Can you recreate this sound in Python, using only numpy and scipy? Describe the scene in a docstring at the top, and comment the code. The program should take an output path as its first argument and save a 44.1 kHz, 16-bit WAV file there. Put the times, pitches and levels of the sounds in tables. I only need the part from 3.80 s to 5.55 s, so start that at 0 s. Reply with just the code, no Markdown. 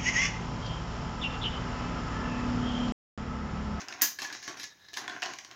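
"""Marbles on a toy track

Marbles run over plastic tiles and steel rails on a cardboard base, in a small room. Rolling is a train
of tiny impacts, under which the tiles rumble and the rails sing. Larger impacts excite damped vibration:
clicks at the joints, knocks on the walls of curved tiles and, once, the hard clack of two marbles.
The room reverberates after each contact, over a faint steady noise."""
import sys
import numpy as np
from scipy import signal
from scipy.fft import rfft, irfft
from scipy.io import wavfile
from scipy.ndimage import map_coordinates

SR = 44100
rng = np.random.default_rng(int(sys.argv[2]) if len(sys.argv) > 2 else 0)


def dump_mix(stems):
    """Bounce the given channels to the path in sys.argv[1] as a 16-bit WAV at rate SR."""
    frames = np.atleast_2d(stems).T  # one column per channel
    limited = np.clip(frames, -1, 1)  # hard clip at full scale
    pcm = np.round(limited * 32767).astype(np.int16)
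    wavfile.write(sys.argv[1], SR, pcm)


N = 77175

# Impacts at joints or walls; each trim adds to the level set below for that part:
# t/s, level/dB, knock trim/dB, rail trim/dB, rail tilt/(dB/octave), snap trim/dB, reverberation/dB
JOINT_IMPACTS = [(0.2134, -23, -38, -7, -25, -23, 9.5), (0.3874, -29, -10, 11, -36, -13.5, 4.5),
                 (0.4186, -24, -6.5, -10.5, -23, -15.5, -5), (0.4298, -29.5, -5, -22, -25, -10.5, 1),
                 (0.4485, -32.5, -7.5, 14.5, -37, -13, 0), (0.526, -28.5, -11.5, -2, -35, -18.5, 0.5),
                 (0.6271, -36, -33, 6.5, -35, -13, 1.5), (0.6774, -27.5, -3, 3, -15, -19, 2.5),
                 (0.7723, -35.5, -18, -3, -19, -16, 2), (0.797, -31.5, -41, 8, 5, -13.5, 3.5),
                 (0.8324, -28.5, -13, 2, 10, -13.5, -6.5), (0.8406, -30.5, -13, 1.5, -1, -11.5, -10.5),
                 (1.0846, -43, -10, 12.5, 3.5, -30, -0.5), (1.1324, -38, -12, 7, -22.5, -7, 0),
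                 (1.1392, -30.5, -29, 2, 7, -25, 0), (1.1665, -34, -2.5, 7.5, 2, -10.5, 6.5),
                 (1.1716, -29.5, -6.5, 8.5, -17, -11, 1.5)]
# Impacts on curved tiles: t/s, level/dB, shell trim/dB, edge trim/dB, upper wall resonance f/Hz
WALL_IMPACTS = [(0.017, -33, -22, 0.5, 2540), (0.0844, -27, -10, -1.5, 2560),
                (.125, -26, -12.5, -7.5, 2230), (0.5013, -25, -18, -12, 1890),
                (1.1709, -23.5, -2.5, -3.5, 3700), (1.2784, -19, -8, -11, 3380),
                (1.2961, -22, -6.5, -22, 3500), (1.31, -33, -19, -10, 3550), (1.3636, -24.5, -7, -35, 1880),
                (1.421, -17.5, -7.5, -9.5, 2250), (1.4278, -15, -6.5, -16, 2780),
                (1.4344, -32.5, 7, 6.5, 2680), (1.459, -22, 1, -6.5, 2900), (1.536, -33, 1.5, 2.5, 2900),
                (1.587, -30, -9.5, 0, 3060), (1.6475, -38.5, -2.5, 3.5, 3100),
                (1.712, -32.5, -5, -5.5, 2980)]
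# Impacts of marble on marble: t/s, level/dB
MARBLE_IMPACTS = [(0.2189, -17.5), (0.2199, -25)]

# Envelopes of the rolling sounds: t/s, level/dB
RUMBLE_ENVELOPE = [(0, -36.5), (.075, -51), (.1, -43.5), (.185, -46), (.23, -37), (.36, -62), (.43, -65),
                   (.52, -47), (.62, -60.5), (.73, -49.5), (.79, -48), (.92, -70.5), (1.14, -73),
                   (1.22, -44), (1.35, -42.5), (1.41, -53), (1.47, -50), (1.52, -42.5), (1.58, -60.5),
                   (1.68, -57.5), (1.75, -52.5)]
WHIRR_ENVELOPE = [(0, -35), (.07, -72), (.13, -45.5), (.19, -59), (.37, -68), (.44, -38.5), (.51, -55),
                  (.55, -45), (.61, -51), (.66, -42), (.75, -64), (.84, -42), (.93, -67.5), (1.12, -63),
                  (1.22, -63), (1.4, -53.5), (1.5, -47.5), (1.75, -61.5)]
SING_ENVELOPE = [(.3, -72), (.47, -63), (.7, -62), (.83, -56), (.94, -66), (.98, -63), (1, -68),
                 (1.02, -61), (1.12, -64), (1.4, -76)]

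# Spectral shapes: f/Hz, level/dB
PLASTIC_SPECTRUM = [(500, -25.5), (1300, -18.5), (2000, 1), (2900, 0), (3700, 1), (4600, 1.5), (5500, 3),
                    (6600, 1.5), (7200, -7), (8000, -16.5), (16000, -49)]
BASE_SPECTRUM = [(40, -40), (75, -14), (130, -6), (200, -6), (295, 3.5), (400, -1), (510, -14), (720, 0),
                 (1000, 2), (2300, -4), (4000, -50)]
SNAP_SPECTRUM = [(4000, -6), (7000, -17), (8500, -15), (9700, -10), (11200, -4.5), (13000, -12),
                 (15500, -11), (17000, -17.5)]
MARBLE_SPECTRUM = [(40, -43.5), (110, -23.5), (260, -2.5), (480, -34), (950, -11), (1700, -1), (2400, -18),
                   (4100, -3), (5400, 5.5), (6900, 7.5), (7800, -8.5), (9500, -4), (11300, -0.5),
                   (13000, 4.5), (15400, 6), (16300, -14.5)]
RUMBLE_SPECTRUM = [(40, -36), (120, -7), (190, -6), (290, 3), (400, -2), (520, -11), (690, -1), (830, -3),
                   (990, 1.5), (1300, -4), (1540, 5), (1690, -2), (1850, 1), (2900, -10), (4600, -17),
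                   (6300, -13), (7800, -35), (16000, -46)]
WHIRR_SPECTRUM = [(300, -3), (1300, -7.5), (2000, 9.5), (3600, -1), (5300, 10.5), (6600, 11.5), (7200, -2),
                  (8000, -27), (16000, -27)]
AMBIENT_SPECTRUM = [(20, -10), (45, -22), (75, 5), (130, 5), (500, -5.5), (3000, -5.5), (6500, -14),
                    (8000, -26), (16000, -14.5)]

# Normal modes of the rails and of the ring after a collision: f/Hz, level/dB, T60/s
STEEL_RAIL_MODES = [(1710, 0, .07), (1790, -3, .05), (2050, -5, .028), (3850, 5, .022), (4060, 2, .022),
                    (4980, -1, .02)]
COLLISION_MODES = [(1695, -7, .15), (5380, -7, .13), (6135, -5, .16), (6210, -5, .16), (11280, -9, .11),
                   (12455, -2, .09), (13130, -7, .09), (15225, -2, .085)]
# Resonances of a hollow tile's shell: f/Hz, bandwidth/Hz, level/dB
SHELL_RESONANCES = [(378, 165, -7), (728, 150, 3.5), (1035, 163, 5.5)]
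# Reverberation time of the room: f/Hz, T60/s
ROOM_DECAY = [(100, 0.12), (500, 0.38), (2000, 0.25), (6000, 0.29), (10000, 0.21), (16000, 0.21)]

CLICK_T60_S, KNOCK_T60_S, SNAP_T60_S, CLACK_T60_S, WALL_T60_S = 0.044, 0.038, 0.0086, 0.014, 0.016
CLICK_DB, KNOCK_DB, SNAP_DB, RAIL_DB = -9, -7.5, -8.5, -11.5
WALL_DB, EDGE_SNAP_DB, CLACK_RING_DB = -13.5, -31, -10
RAIL_BUILD_S, ROOM_BUILD_S = 0.0015, 0.0024
RESPONSE_SAMPLES = 16384
T = np.arange(RESPONSE_SAMPLES) / SR
FREQS_HZ = np.fft.rfftfreq(RESPONSE_SAMPLES, 1 / SR)


def joint_clicks():
    """Impact excitation: the plastic clicks and snaps, the base knocks and the rails ring briefly."""
    out = np.zeros(N)
    plastic, base, hard = map(minimum_phase, (PLASTIC_SPECTRUM, BASE_SPECTRUM, SNAP_SPECTRUM))
    for start, db, knock_db, rail_db, tilt_db, snap_db, room_db in JOINT_IMPACTS:
        click = amp(CLICK_DB) * burst(plastic, CLICK_T60_S)
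        snap = amp(SNAP_DB + snap_db) * burst(hard, SNAP_T60_S)
        knock = amp(KNOCK_DB + knock_db) * burst(base, KNOCK_T60_S)
        rail = amp(RAIL_DB + rail_db) * ring(STEEL_RAIL_MODES, tilt_db)
        rail *= 1 - np.exp(-T / RAIL_BUILD_S)
        impact = in_room(click + snap + knock, room_db) + in_room(rail, room_db=-5)
        add(out, start, amp(db) * impact)
    return out


def wall_knocks():
    """Resonance of hollow tiles: the spot struck sets the wall's pitch; shell thuds, edge clicks."""
    out = np.zeros(N)
    shell = resonances(SHELL_RESONANCES)
    plastic, hard = minimum_phase(PLASTIC_SPECTRUM), minimum_phase(SNAP_SPECTRUM)
    for start, db, shell_db, edge_db, upper_hz in WALL_IMPACTS:
        wall = resonances([(1640, 520, 0), (upper_hz, 600, -3)])
        clack = burst(wall, WALL_T60_S)
        thud = amp(shell_db) * burst(shell, KNOCK_T60_S)
        click = amp(CLICK_DB) * burst(plastic, WALL_T60_S)
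        snap = amp(EDGE_SNAP_DB) * burst(hard, SNAP_T60_S)
        impact = amp(WALL_DB) * (clack + thud) + amp(edge_db) * (click + snap)
        add(out, start, amp(db) * in_room(impact, room_db=-3.5))
    return out


def marble_clack():
    """Elastic collision: hard marbles rebound with a very bright crack and a thin metallic ring."""
    out, marble = np.zeros(N), minimum_phase(MARBLE_SPECTRUM)
    for start, db in MARBLE_IMPACTS:
        crack = burst(marble, CLACK_T60_S)
        ringing = amp(CLACK_RING_DB) * ring(COLLISION_MODES)
        add(out, start, amp(db) * in_room(crack + ringing, room_db=1))
    return out


def rolling(spectrum, envelope, gain_db):
    """Forced vibration: the tiny contacts of a rolling marble drive the track's broad response."""
    response = irfft(minimum_phase(spectrum))
    return amp(gain_db) * level(envelope) * contact_train(response)


def rail_singing(gain_db=1, swing_db=3.5):
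    """Modal resonance: rolling keeps the rails' modes sounding, at a level that wavers at random."""
    modes = contact_train(ring(STEEL_RAIL_MODES))
    wavering = amp(swing_db * wobble(knots_per_s=35))
    return amp(gain_db) * level(SING_ENVELOPE) * unit(modes * wavering)


def in_room(direct, room_db):
    """Reverberation: a diffuse tail joins the direct sound, builds up and decays band by band."""
    hz, t, bands = signal.stft(rng.standard_normal(RESPONSE_SAMPLES), SR, nperseg=256)
    bands = bands * decay(t, along(ROOM_DECAY, hz)[:, None])
    tail = signal.istft(bands, SR, nperseg=256)[1][:RESPONSE_SAMPLES]
    tail *= 1 - np.exp(-T / ROOM_BUILD_S)
    diffuse = signal.fftconvolve(direct, tail / np.linalg.norm(tail))[:len(direct)]
    return direct + amp(room_db) * diffuse


def ambient_noise(level_db=-66.5):
    """Stationary noise: the room's faint background is white noise shaped by a fixed spectrum."""
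    white = rng.standard_normal(N + RESPONSE_SAMPLES)
    response = irfft(minimum_phase(AMBIENT_SPECTRUM))
    return amp(level_db) * unit(signal.fftconvolve(white, response, "valid")[:N])


def contact_train(response, contacts_per_s=800, spread_db=6):
    """Shot noise: impulses of random time, size and sign excite an impulse response and the room."""
    occurs = rng.random(N) < contacts_per_s / SR
    sizes = amp(spread_db * rng.standard_normal(N))
    impulses = occurs * sizes * rng.choice([-1, 1], N)
    vibration = signal.fftconvolve(impulses, response)[:N]
    return unit(in_room(vibration, room_db=0.5))


def burst(response, t60):
    """Modal overlap: the dense, damped modes of a struck part act as filtered, decaying noise."""
    noise = rng.standard_normal(RESPONSE_SAMPLES) * decay(T, t60)
    return unit_blow(irfft(rfft(noise) * response))


def ring(modes, tilt_db_per_octave=0, scatter_db=2):
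    """Free vibration: a sum of damped sinusoids, their strengths varying from strike to strike."""
    out = np.zeros(RESPONSE_SAMPLES)
    for hz, db, t60 in modes:
        tilt_db = tilt_db_per_octave * np.log2(hz / modes[0][0])
        gain = amp(db + tilt_db + scatter_db * rng.standard_normal())
        out += gain * decay(T, t60) * np.sin(2 * np.pi * hz * T)
    return unit_blow(out)


def resonances(peaks):
    """Parallel resonators (f/Hz, bandwidth/Hz, level/dB), each response squared for steep skirts."""
    response = 0
    for hz, width_hz, db in peaks:
        damping = 1j * FREQS_HZ * width_hz
        response += amp(db) * (damping / (hz ** 2 - FREQS_HZ ** 2 + damping)) ** 2
    return response


def minimum_phase(spectrum):
    """Causality: folding the cepstrum onto positive time gives a spectrum its minimum phase."""
    cepstrum = irfft(np.log(amp(along(spectrum, FREQS_HZ))))
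    cepstrum[1:RESPONSE_SAMPLES // 2] *= 2
    cepstrum[RESPONSE_SAMPLES // 2 + 1:] = 0
    return np.exp(rfft(cepstrum))


def amp(db):
    """Amplitude ratio of a level in decibels."""
    return 10 ** (np.asarray(db) / 20)


def unit(x):
    """Normalisation to rms 1."""
    return x / np.sqrt(np.mean(x ** 2) + 1e-20)


def unit_blow(x, blow_s=0.004):
    """Normalisation to the energy of a short blow of rms 1."""
    return x * np.sqrt(blow_s * SR / (np.sum(x ** 2) + 1e-20))


def decay(t, t60):
    """Exponential damping: 60 dB in t60 seconds."""
    return 1000. ** (-t / t60)


def along(points, hz):
    """Interpolation of (f/Hz, value) points on a logarithmic frequency axis."""
    knots_hz, values = np.transpose(points)
    return np.interp(np.log(hz + 1), np.log(knots_hz + 1), values)


def level(envelope):
    """Gain per sample, interpolated from (t/s, level/dB) points."""
    return amp(np.interp(np.arange(N) / SR, *np.transpose(envelope)))


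def wobble(knots_per_s):
    """Smooth random modulation: a spline through Gaussian knots."""
    knots = rng.standard_normal(int(N * knots_per_s / SR) + 4)
    return map_coordinates(knots, [np.arange(N) * knots_per_s / SR])


def add(track, start_s, x):
    """Superposition of x on the track from start_s onward."""
    i = max(round(start_s * SR), 0)
    track[i:i + len(x)] += x[:len(track) - i]


def scene():
    """Linear superposition: the pressures of all sources add in one channel."""
    impacts = joint_clicks() + wall_knocks() + marble_clack()
    tile_rumble = rolling(RUMBLE_SPECTRUM, RUMBLE_ENVELOPE, gain_db=-2)
    rail_whirr = rolling(WHIRR_SPECTRUM, WHIRR_ENVELOPE, gain_db=-2.5)
    return (impacts + tile_rumble + rail_whirr + rail_singing() + ambient_noise())[None]


def record(dry):
    """Band limiting: a steep low-pass filter cuts the sound above 16 kHz."""
    lowpass = signal.butter(24, 16000, fs=SR, output="sos")
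    return signal.sosfilt(lowpass, dry)


dry = scene()
out = record(dry)
dump_mix(out)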